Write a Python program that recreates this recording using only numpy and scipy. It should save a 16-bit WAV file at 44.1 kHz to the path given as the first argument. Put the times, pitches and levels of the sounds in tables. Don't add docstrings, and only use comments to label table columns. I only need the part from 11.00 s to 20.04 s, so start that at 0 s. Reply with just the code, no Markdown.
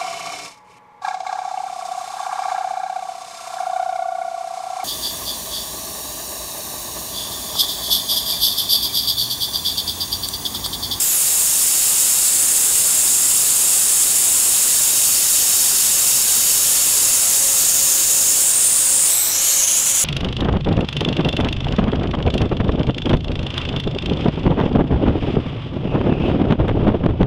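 import sys
import numpy as np
from scipy import signal
from scipy.io import wavfile
from scipy.ndimage import uniform_filter1d

SR = 44100
rng = np.random.default_rng(int(sys.argv[2]) if len(sys.argv) > 2 else 0)


def inscribe(sig):
    pcm = np.round(np.clip(np.atleast_2d(sig).T, -1, 1) * 32767)
    wavfile.write(sys.argv[1], SR, pcm.astype(np.int16))


N = 398663
FRAME, HOP = 1024, 256
FRAME_S = np.arange(N // HOP + 5) * HOP / SR
BIN_HZ = np.fft.rfftfreq(FRAME, 1 / SR)
SETTLE_DB = -1.5


def gain_of(db):
    return 10 ** (np.asarray(db) / 20)


def unit_rms(x):
    return x / np.sqrt(np.mean(x ** 2) + 1e-20)


def spectrum(points):
    hz, db = np.transpose(points)
    return np.interp(np.log(BIN_HZ + 1), np.log(hz), db)


def follow(rows):
    times, *columns = np.transpose(rows)
    return [np.interp(FRAME_S, times, column)[:, None] for column in columns]


def bell(hz, width_hz):
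    return np.exp2(-(2 * (BIN_HZ - hz) / width_hz) ** 2)


def pulse(peak_s, length_s, t=FRAME_S[:, None]):
    return np.exp2(-(2 * (t - peak_s) / length_s) ** 2)


def ramp(start_s, length_s):
    return np.clip((FRAME_S[:, None] - start_s) / length_s, 0, 1)


def wander(slow_hz, fast_hz):
    rates_hz = np.geomspace(slow_hz, fast_hz, 30)
    cycles = FRAME_S[:, None] * rates_hz + rng.random(len(rates_hz))
    return unit_rms(np.sin(2 * np.pi * cycles).sum(1))[:, None]


def patches(frames, bins):
    field = rng.standard_normal((len(FRAME_S), len(BIN_HZ)))
    return unit_rms(uniform_filter1d(uniform_filter1d(field, frames, 0), bins, 1))


def unsettled(decay_s=0.86):
    return np.exp(-FRAME_S[:, None] / decay_s)


def turbulence(shape_db, level_db):
    # f/Hz, side relative to mid/dB
    width = [(30, -19), (650, -18.5), (1300, -27), (2200, -36), (3100, -31), (4300, -19), (6000, -18),
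             (8000, -22), (9600, -31), (15000, -35)]
    shape = gain_of(shape_db)
    shape = shape / np.sqrt(np.mean(shape ** 2, 1, keepdims=True)) * gain_of(level_db)
    white = rng.standard_normal((2, (len(FRAME_S) - 1) * HOP))
    mid, side = signal.stft(white, nperseg=FRAME, noverlap=FRAME - HOP)[2] * shape.T
    side = side * gain_of(spectrum(width))[:, None]
    left_right = np.array([mid + side, mid - side])
    return signal.istft(left_right, nperseg=FRAME, noverlap=FRAME - HOP)[1][:, :N]


def hiss(level_db=-14.5, flutter_db=0.4, patchy_db=0.64):
    open_db = open_valve() + passing_hand()
    shape_db = (1 - closure()) * open_db + closure() * cupped_hand()
    shape_db = shape_db + flares() + patchy_db * patches(frames=10, bins=30)
    return turbulence(shape_db, level_db + SETTLE_DB * unsettled() + flutter_db * wander(3, 40))


def open_valve():
    # f/Hz, relative level/dB
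    jet_envelope = [(1200, -43.5), (2200, -24.5), (2700, -15.5), (4200, -15), (6050, -12.5), (6550, -4.5),
                    (7600, -2), (9300, -3), (10000, -5.5), (11700, -7), (12150, -12), (15600, -14)]
    # f/Hz, width/Hz, gain with the lower resonances weak/dB, strong/dB
    valve_modes = [(2750, 260, 0.5, 2.5), (3110, 64, -2, 5.5), (3570, 100, 3.5, 3.5), (3810, 70, 5, 10.5),
                   (4470, 65, 4.5, 12), (4580, 66, 6, 6.5), (4780, 61, 6.5, 13), (4900, 130, 2.5, -3),
                   (5210, 88, 6.5, 7), (5375, 200, 5, 10), (5740, 170, 1.5, 7), (6270, 100, 1.5, 5.5),
                   (6800, 430, 2, 2.5), (7100, 150, 0.5, -2.5), (7530, 340, 4.5, -0.5), (7870, 90, 6, -7),
                   (8110, 94, -3, -19), (8540, 280, 3.5, -6.5), (8850, 150, 2, 1.5), (8850, 110, -2, 0),
                   (9120, 460, 3, -2.5), (10040, 310, 1, -6), (10600, 600, 2, 0), (11700, 170, -1, -3),
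                   (13100, 260, 2, 1.8), (13750, 250, -3, -.5), (14500, 240, 0, 3)]
    # t/s, share (0-1)
    lower_resonances = [(0, 0.16), (.8, .47), (1.5, 0), (3.3, .15), (4.2, 0.86), (5.6, 0.9), (6.3, 0.48),
                        (7.1, 0.4), (7.6, 0.06)]
    share, = follow(lower_resonances)
    modes_db = sum((weak_db + share * (strong_db - weak_db)) * bell(hz, width_hz)
                   for hz, width_hz, weak_db, strong_db in valve_modes)
    return spectrum(jet_envelope) + modes_db


def rush(level_db=-33, patchy_db=1.22, cupped_bass_db=-1.5, swell_db=1):
    # f/Hz, relative level/dB
    rush_envelope = [(8, 0), (30, -1.5), (90, 0.5), (350, -1), (900, 0), (1700, -1), (2600, -3),
                     (6000, -9.5), (16000, -25)]
    shape_db = spectrum(rush_envelope) + patchy_db * patches(frames=14, bins=4)
    shape_db = shape_db + cupped_bass_db * closure() * bell(150, 560)
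    reach = pulse(peak_s=6.05, length_s=1.3)
    return turbulence(shape_db, level_db + SETTLE_DB * unsettled() + swell_db * reach)


def flares():
    # t/s, length/s, f/Hz, width/Hz, gain/dB
    bands = [(.01, .06, 5150, 800, 7), (8.327, .1, 5650, 900, 10), (8.86, 0.073, 6050, 500, 2)]
    return sum(db * pulse(s, length_s) * bell(hz, width_hz) for s, length_s, hz, width_hz, db in bands)


def passing_hand(notch_width_hz=1100, lift_width_hz=1550, fade_share=0.28):
    # start t/s, end t/s, depth/dB, main notch start f/Hz,
    # end f/Hz, frequency ratios of second notch and of lifted band to main notch, top treble/dB
    moves = [(.02, .2, 6, 10200, 7400, 0.56, 1.4, 0), (6.08, 6.5, 4, 13900, 14000, 0.9, 0.46, 1),
             (6.58, 7.46, 6, 10400, 11200, 0.754, 0.61, 0.5),
             (7.47, 8.13, 7.5, 10500, 11200, 1.13, 0.854, -.5)]
    shape_db = 0
    treble_db = 2 + 3 * unsettled()
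    for start, end, depth_db, from_hz, to_hz, second_ratio, lift_ratio, move_treble_db in moves:
        fade_s = fade_share * (end - start)
        near = ramp(start - fade_s / 2, fade_s) - ramp(end - fade_s / 2, fade_s)
        hz = from_hz + (to_hz - from_hz) * ramp(start, end - start)
        main_notch = bell(hz, notch_width_hz)
        second_notch = 0.47 * bell(second_ratio * hz, second_ratio * notch_width_hz)
        lift = 0.55 * bell(lift_ratio * hz, lift_width_hz)
        shape_db = shape_db + near * depth_db * (lift - main_notch - second_notch)
        treble_db = treble_db + near * move_treble_db
    return shape_db + hand_echo(treble_db, delay_s=0.000314, ripple_db=0.17)


def hand_echo(treble_db, delay_s, ripple_db):
    comb_db = ripple_db * np.cos(2 * np.pi * BIN_HZ * delay_s)
    return comb_db + treble_db * bell(hz=15000, width_hz=5500)


def metal_ring(modes_hz=(544.1, 658.5), modes_db=(0, -9.5), fall_db_per_s=4.5, waver_db=2.0):
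    # peak t/s, level/dB, rise/(dB/s)
    swells = [(6.35, -43.5, 22), (8.3, -45.5, 56)]
    t, ringing = np.arange(N) / SR, np.zeros(N)
    now = FRAME_S[:, None]
    swell_db = np.max([db - np.maximum(rise * (peak_s - now), fall_db_per_s * (now - peak_s))
                       for peak_s, db, rise in swells], axis=0)
    for hz, mode_db in zip(modes_hz, modes_db):
        level_db = swell_db + mode_db + waver_db * wander(0.935, 6.6)
        rms = np.interp(t, FRAME_S, gain_of(level_db)[:, 0])
        ringing += np.sqrt(2) * rms * np.sin(2 * np.pi * (hz * t + rng.random()))
    return ringing


def closure():
    return ramp(start_s=8.07, length_s=0.08)


def cupped_hand(loose_treble_db=5.5, tight_treble_db=-7, full_shade_tightness=0.36):
    # f/Hz, relative level/dB
    cup_envelope = [(1200, -54), (2200, -19), (3000, -16), (4700, -15), (6000, -13), (8500, -11.5),
                    (11000, -11.5), (13000, -11.5), (15600, -13.5)]
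    # t/s, tightness (0-1), resonance of the hollow f/Hz, of the finger gap f/Hz
    grip = [(8.18, 0.1, 7570, 11200), (8.29, 0.05, 7440, 13600), (8.38, .45, 7000, 11200),
            (8.52, 0.43, 6860, 11900), (8.64, 0.9, 6570, 10000), (8.83, 0.9, 7130, 10300),
            (8.9, 1, 7000, 10300), (9.02, 1, 6960, 10400)]
    # f/Hz, width/Hz, gain when loose/dB, when tight/dB
    palm_modes = [(3050, 800, -2.5, 4), (3950, 970, 7, -3.5), (5900, 530, 1.5, 3.5), (8250, 900, 7.5, 3),
                  (8900, 500, 1, 1), (9600, 400, -1, -4), (11600, 1000, 2, -6)]
    tightness, hollow_hz, gap_hz = follow(grip)
    modes = [(hollow_hz, 1210, 9.3, 14), (gap_hz, 890, 5, 6.8)] + palm_modes
    modes_db = sum((loose_db + tightness * (tight_db - loose_db)) * bell(hz, width_hz)
                   for hz, width_hz, loose_db, tight_db in modes)
    shade = np.minimum(tightness / full_shade_tightness, 1)
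    treble_db = loose_treble_db + (tight_treble_db - loose_treble_db) * shade
    fine_db = 2 * patches(frames=30, bins=6)
    echo_db = hand_echo(treble_db, delay_s=0.00049, ripple_db=0.6)
    return spectrum(cup_envelope) + modes_db + fine_db + echo_db


def chokes():
    # t/s, hiss gain/dB, rush gain/dB, length/s
    blockages = [(8.213, -1.2, -2, 0.06), (8.335, -3, 0.5, 0.16), (8.664, -6, -3, 0.016),
                 (8.742, -2, -2, 0.041), (8.838, -3.5, 0, .04), (8.933, -3, 0, .018)]
    t = np.arange(N) / SR
    change_db = sum(np.outer(gains_db, pulse(s, length_s, t)) for s, *gains_db, length_s in blockages)
    return gain_of(change_db)


def scene():
    hiss_gain, rush_gain = chokes()
    return hiss_gain * hiss() + rush_gain * rush() + metal_ring()


def record(dry, cutoff_hz=15680):
    low_pass = signal.firwin(1023, cutoff_hz, window=("kaiser", 9), fs=SR)
    return signal.oaconvolve(dry, low_pass[None], "same")


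dry = scene()
out = record(dry)
inscribe(out)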